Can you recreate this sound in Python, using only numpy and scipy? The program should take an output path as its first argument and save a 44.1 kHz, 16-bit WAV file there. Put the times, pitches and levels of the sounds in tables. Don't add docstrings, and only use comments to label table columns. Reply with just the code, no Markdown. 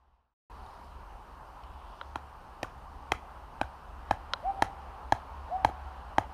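import sys
import numpy as np
from scipy import signal
from scipy.fft import rfft, irfft
from scipy.io import wavfile
from scipy.ndimage import uniform_filter1d

SR = 44100
rng = np.random.default_rng(int(sys.argv[2]) if len(sys.argv) > 2 else 0)


def dump_mix(stems):
    frames = np.atleast_2d(stems).T
    limited = np.clip(frames, -1, 1)
    pcm = np.round(limited * 32767).astype(np.int16)
    wavfile.write(sys.argv[1], SR, pcm)


def invert_db(x):
    u = np.asarray(x, float) / 20
    return 10 ** u


N = 279390


def evened(x):
    return x / np.sqrt(np.mean(x ** 2) + 1e-30)


def add(mix, s, sound):
    part = mix[round(s * SR):][:len(sound)]
    part += sound[:len(part)]


def spectrum_gain(points, size):
    hz, db = np.transpose(points)
    bins_hz = np.fft.rfftfreq(size, 1 / SR)
    return invert_db(np.interp(np.log(bins_hz + 1), np.log(hz + 1), db))


def ring(hz, ms, db, turn=0., soft=0.83):
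    t = np.arange(4096) / SR
    u = t / (ms / 1000)
    envelope = (u * np.exp(1 - u)) ** soft
    return invert_db(db) * envelope * np.sin(2 * np.pi * (hz * t + turn))


def scatter(x, start_ms, swell_ms, t60, dull_hz):
    taps = np.zeros(SR)
    slots = np.arange(0, SR - 22, 22)
    at = slots + rng.integers(0, 22, len(slots))
    taps[at] = rng.choice([-1., 1.], len(at)) * rng.rayleigh(1, len(at))
    t = np.maximum(np.arange(SR) / SR - start_ms / 1000, 0)
    taps *= (1 - np.exp(-t * 1000 / swell_ms)) * invert_db(-60 * t / t60)
    taps = signal.lfilter(*signal.butter(1, dull_hz, fs=SR), taps)
    return signal.fftconvolve(x, taps / np.linalg.norm(taps))[:N]


# frequency in Hz, level in dB per Hz.
RUMBLE = [(12, -42), (22, -6), (35, -5), (50, 2.5), (62, -4.5), (69, 7), (76, -9.5), (88, -14),
          (120, -16.5), (160, -20), (250, -22), (330, -24.5), (400, -23.5)]
# frequency in Hz, level in dB per Hz.
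ROAR = [(260, -40), (450, -10.5), (499, -9.5), (632, -7.5), (777, -2), (874, 0.0), (1110, -3.0),
        (2150, -22.5), (2970, -20.5), (3500, -28), (4430, -29.5), (7650, -43.5), (8480, -42.5),
        (15300, -47.5)][1:]
# centre in Hz, level in dB at the near place, level in dB at the
LAYERS = [
    (60.3, -50, -70, 0.76),
    (900, -51.5, -73, 0.95),
    (3420, -67, -84.5, 1.15),
    (10000, -75.5, -99, 0.103),
]
# time in seconds, level in dB.
TRAFFIC = [(.55, 0.5), (1.05, -1), (2.0, -0.7), (2.9, -0.3), (3.3, 0.3), (3.9, 0.5), (4.4, 3), (5.0, 2),
           (5.6, 3.5), (6.3, 1.9)]
# start in seconds, end in seconds.
GAP = (.339, .4978)


def field():
    frames = N // 256 + 5
    a, b, patches = rng.standard_normal((frames, 513, 3)).T
    patches = uniform_filter1d(patches, size=10, axis=0)
    patches = evened(uniform_filter1d(patches, size=12, axis=1))
    noise = signal.istft((a + 1j * b) * invert_db(1.09 * patches), nperseg=1024, noverlap=768)[1][:N]
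    roar_db = -14
    colour = RUMBLE + [(hz, db + roar_db) for hz, db in ROAR]
    coloured = rfft(noise) * spectrum_gain(colour, N)
    place = np.log(np.fft.rfftfreq(N, 1 / SR) + 1)
    centre_hz, near_db, far_db, follow = np.transpose(LAYERS)
    t = np.arange(N) / SR
    traffic_db = np.interp(t, *np.transpose(TRAFFIC))
    fade_db = -16.5 * (t / GAP[0]) ** 2.6
    out = np.zeros(N)
    for k, share in enumerate(np.eye(len(LAYERS))):
        layer = irfft(coloured * np.interp(place, np.log(centre_hz), share), N)
        level_db = np.where(t < GAP[0], far_db[k] + fade_db, near_db[k] + follow[k] * traffic_db)
        out += invert_db(level_db) * evened(layer)
    return out


# pitch in Hz, width in Hz, level in dB.
WHINE = (8651, 10, -91)


def whine():
    hz, width, db = WHINE
    t = np.arange(N) / SR
    drift = np.cumsum(rng.standard_normal(N)) * np.sqrt(2 * np.pi * width / SR)
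    return invert_db(db + 6.0) * np.sin(2 * np.pi * hz * t + drift) * (t > GAP[1])


# middle in seconds, half length in seconds, pitch in Hz, level in dB.
RUSTLES = [(0.727, .25, 4600, -73.5), (0.716, .25, 10600, -82.5), (2, 0.2, 5000, -77),
           (1.854, 0.29, 3240, -70.5), (4.1, 0.08, 1960, -62), (4.5, .15, 10500, -82)]


def rustles():
    out = np.zeros(N)
    for s, half, hz, db in RUSTLES:
        size = round(2 * half * SR)
        grain = evened(uniform_filter1d(rng.standard_normal(SR), size=300))[:size]
        grit = rng.standard_normal(SR)[:size] * invert_db(1.7 * grain)
        band = signal.lfilter(*signal.butter(2, [hz * 0.82, hz * 1.1], "band", fs=SR), grit)
        add(out, s - half, invert_db(db) * evened(band) * signal.windows.tukey(size, .5))
    return out


# start in seconds, length in seconds, note in Hz, level in dB.
HOOTS = [
    (4.423, .082, 792, -28),
    (5.488, 0.08, 759, -30),
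]


def bird():
    scoop, scoop_s = 0.362, 0.02166
    climb = 0.0476
    swell_db, swell_s, creep_db = -22, 0.035, 5
    linger_db, linger_db_per_s, stop_s, linger_s = -9.5, -44, 0.0071, 0.86
    flutter_db, flutter_s = 1.5, .02
    out = np.zeros(N)
    for s, length, note_hz, db in HOOTS:
        t = np.arange(0, length + linger_s, 1 / SR)
        to_end = np.minimum(t / length - 1, 0)
        after = np.maximum(t - length, 0)
        pitch_hz = note_hz * (1 - scoop * np.exp(-(t / scoop_s) ** 1.41) + climb * to_end)
        turn = 2 * np.pi * np.cumsum(pitch_hz) / SR
        level_db = db + swell_db * np.maximum(1 - t / swell_s, 0) + creep_db * to_end
        flutter = uniform_filter1d(rng.standard_normal(SR), round(flutter_s * SR))
        flutter = evened(uniform_filter1d(flutter, round(flutter_s * SR)))[:len(t)]
        level_db += (linger_db + flutter_db * flutter) * np.minimum(after / stop_s, 1)
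        level_db += linger_db_per_s * after
        tone = np.sin(turn) + invert_db(-34) * np.sin(2 * turn) + invert_db(-39) * np.sin(3 * turn)
        add(out, s, invert_db(level_db + 3) * tone * signal.windows.tukey(len(t), .02))
    return out


# start in seconds, level in dB, bright share in dB.
KNOCKS = [
    (2.0128, -31.5, -39),
    (4.3354, -23.5, 1),
]
# pitch in Hz, ring in ms, level in dB, share of the brightness it follows.
STICK = [(560, 2.8, -12.5, 0), (990, 1.75, -4.5, 0), (1380, 1.22, 1.5, 0.007), (1980, 0.52, -5.5, 0.12),
         (3200, 0.48, 2, 0.19), (3840, 0.95, -4, 0.32), (4980, 0.29, -1, 0.66), (4065, 1.83, -8.5, 0.31),
         (5970, 0.93, -18, 0.95), (9300, .5, -31, 1), (11800, .4, -42, 1)]
# start in seconds, level in dB, pitch in Hz.
TWIGS = [
    (.663, -58, 3690),
    (.844, -65, 5170),
    (1.636, -52.5, 3000),
]


def small_wood():
    out = np.zeros(N)
    for s, db, bright_db in KNOCKS:
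        for k, (hz, ms, mode_db, bright) in enumerate(STICK):
            sign = (-1) ** k
            add(out, s, sign * ring(hz, ms, db + mode_db + bright * bright_db, soft=0.98))
    for s, db, hz in TWIGS:
        add(out, s, ring(hz, 1.1, db) + ring(hz * .85, .9, db - 3))
        add(out, s, ring(hz * 1.4, .7, db - 6) + ring(hz * 1.8, .7, db - 6))
    return out


# pitch in Hz, ring in ms, level in dB against the crack, how far
GRAIN = [(2454, 0.73, 6, 0.81, .01), (3168, 1.27, 3, .01, .01), (3950, 0.69, 2.6, .01, .01),
         (5660, 0.44, -4, .01, 1)]
# frequency in Hz, level in dB.
CRACK = [(1000, 17), (2000, 12.5), (4000, -1), (6800, 0.5), (7600, -8.5), (8500, -5.5), (11000, -7),
         (12500, -18), (14800, -11.5), (17000, -11)]


def blow(db, head_hz, peg_hz, peg_db, head_ms, grain_hz, grain_db, splinter_db, luck):
    sound = ring(head_hz, head_ms, db, soft=2.33)
    sound += ring(head_hz * .84, 3, db - 18)
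    sound -= ring(head_hz * 1.385, 3.1, db + 3.7 * peg_db)
    sound += ring(1290.0, 0.6, db + .5 * peg_db - 3.5, soft=1.32)
    sound += ring(peg_hz, 1.3, db + peg_db)
    sound += ring(peg_hz * .78, 4.9, db + peg_db - 23.5)
    for (_, ms, mode_db, _, _), hz, own_db, turn in zip(GRAIN, grain_hz, grain_db, luck):
        sound += ring(hz, ms, own_db + mode_db, turn)
    size = len(sound)
    t = np.arange(size) / SR
    noise = evened(irfft(rfft(rng.standard_normal(size)) * spectrum_gain(CRACK, size)))
    noise *= invert_db(splinter_db) * signal.windows.tukey(2 * size, .3)[size:]
    splinters = invert_db(6.5) * t / 0.00075 * np.exp(1 - t / 0.0011)
    ragged = invert_db(2.5 * evened(uniform_filter1d(rng.standard_normal(size), size=90)))
    canvas = invert_db(-12.5) * (t / 0.01 * np.exp(1 - t / 0.0097)) ** 0.67 * ragged
    return sound + (splinters + canvas) * noise


# time in seconds, level in dB, mallet head pitch in Hz, peg pitch in Hz.
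BLOWS = [
    (2.158, -22.5, 900, 1380),
    (2.631, -24, 770, 1820),
    (3.12, -16, 780, 2060),
    (3.614, -16, 802, 1506),
    (4.1104, -11, 812, 1660),
    (4.623, -9, 838, 1690),
    (5.123, -8.5, 823, 1677),
    (5.648, -7, 847, 1606),
    (6.183, -8.5, 830, 1610),
]
# crack in dB against the blow, off-centre in dB, turf share in dB.
LANDINGS = [(-24.5, -5, -18), (-15.5, 6.5, -11), (-17.5, 4, -23), (-25, 9.5, -16.5), (-26.5, -2, -21.5),
            (-22.5, -0.5, -26), (-26, -20, -20.5), (-27.5, -5, -24), (-27.5, 0, -21.5)]
# pitch in Hz, ring in ms, level in dB, delay in ms, share of the turf level followed.
TURF = [
    (303, 1.53, 0, 0.72, 0.7),
    (97.8, 6.2, -15, 0.93, 0.26),
    (72.4, 7.8, -22, 2.94, 0.25),
]
# start in seconds, level in dB, pitch in Hz.
REBOUNDS = [(2.168, -54, 1400), (2.175, -49, 1580), (2.644, -36, 1420), (2.647, -35, 1130),
            (3.135, -32, 1250), (3.631, -35.5, 1520), (4.127, -36.5, 1630), (5.14, -46, 1560),
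            (5.666, -42, 1210), (5.689, -31, 760), (5.696, -37, 340), (5.698, -45, 1300), (6.2, -52, 1200)]


def mallet():
    usual_crack_db, usual_blow_db = -24, -8.5
    head_ms, head_ms_per_crack, head_ms_per_blow = 2.11, -0.017, 0.026
    peg_db, peg_per_crack, peg_db_per_s, half_way_s = -11.5, 0.38, -0.5, 4.2
    grain_wander, grain_scatter_db = .025, 1.5
    wood, turf = np.zeros(N), np.zeros(N)
    grain_hz, _, _, by_off, by_sharp = np.transpose(GRAIN)
    lucks = rng.random((len(BLOWS), 3, 4))
    for (s, db, head_hz, peg_hz), (crack_db, off_db, turf_db), luck in zip(BLOWS, LANDINGS, lucks):
        sharp_db = crack_db - usual_crack_db
        spot = 2 * luck - 1
        own_ms = head_ms + head_ms_per_crack * sharp_db + head_ms_per_blow * (db - usual_blow_db)
        own_peg_db = peg_db + peg_per_crack * sharp_db + peg_db_per_s * (s - half_way_s)
        own_grain_hz = grain_hz * (1 + grain_wander * spot[1])
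        grain_db = db + crack_db + by_off * off_db + by_sharp * sharp_db + grain_scatter_db * spot[2]
        sound = blow(db, head_hz, peg_hz, own_peg_db, own_ms, own_grain_hz, grain_db, db + crack_db, luck[0])
        add(wood, s - .0008, sound)
        for hz, ms, thud_db, delay_ms, follow in TURF:
            add(turf, s + delay_ms / 1000, ring(hz, ms, db + follow * turf_db + thud_db))
    for s, db, hz in REBOUNDS:
        puff = rng.standard_normal(200) * np.hanning(200) * invert_db(db - 27)
        add(wood, s, ring(hz, 1.4, db) + ring(hz * 2.3, .7, db - 17))
        add(wood, s, puff)
    return wood, turf


def scene():
    wood, turf = mallet()
    stick, hoot = small_wood(), bird()
    near = wood + invert_db(-12) * stick
    close = invert_db(-25.0) * scatter(near, start_ms=17.8, swell_ms=12.0, t60=0.16, dull_hz=6100)
    hedge = invert_db(-40.5) * scatter(near, start_ms=110.0, swell_ms=59.0, t60=0.68, dull_hz=2500)
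    trees = invert_db(-17) * scatter(hoot, start_ms=25., swell_ms=20., t60=.9, dull_hz=3000)
    mix = field() + rustles() + hoot + trees + stick + wood + turf + close + hedge
    return mix[None]


def top_cut(x):
    return signal.sosfilt(signal.butter(12, 16470, fs=SR, output="sos"), x)


def record(dry):
    edge_hz = 15350
    t = np.arange(N) / SR
    gate = np.clip((GAP[0] - t) / .002, 0, 1) + np.clip((t - GAP[1]) / 0.0015, 0, 1)
    edge = signal.firwin2(401, [0, edge_hz - 100, edge_hz + 100, SR / 2], [1, 1, .03, .01], fs=SR)
    mix = signal.oaconvolve(dry + whine(), edge[None], "same") * gate
    return top_cut(mix)


dry = scene()
out = record(dry)
dump_mix(out)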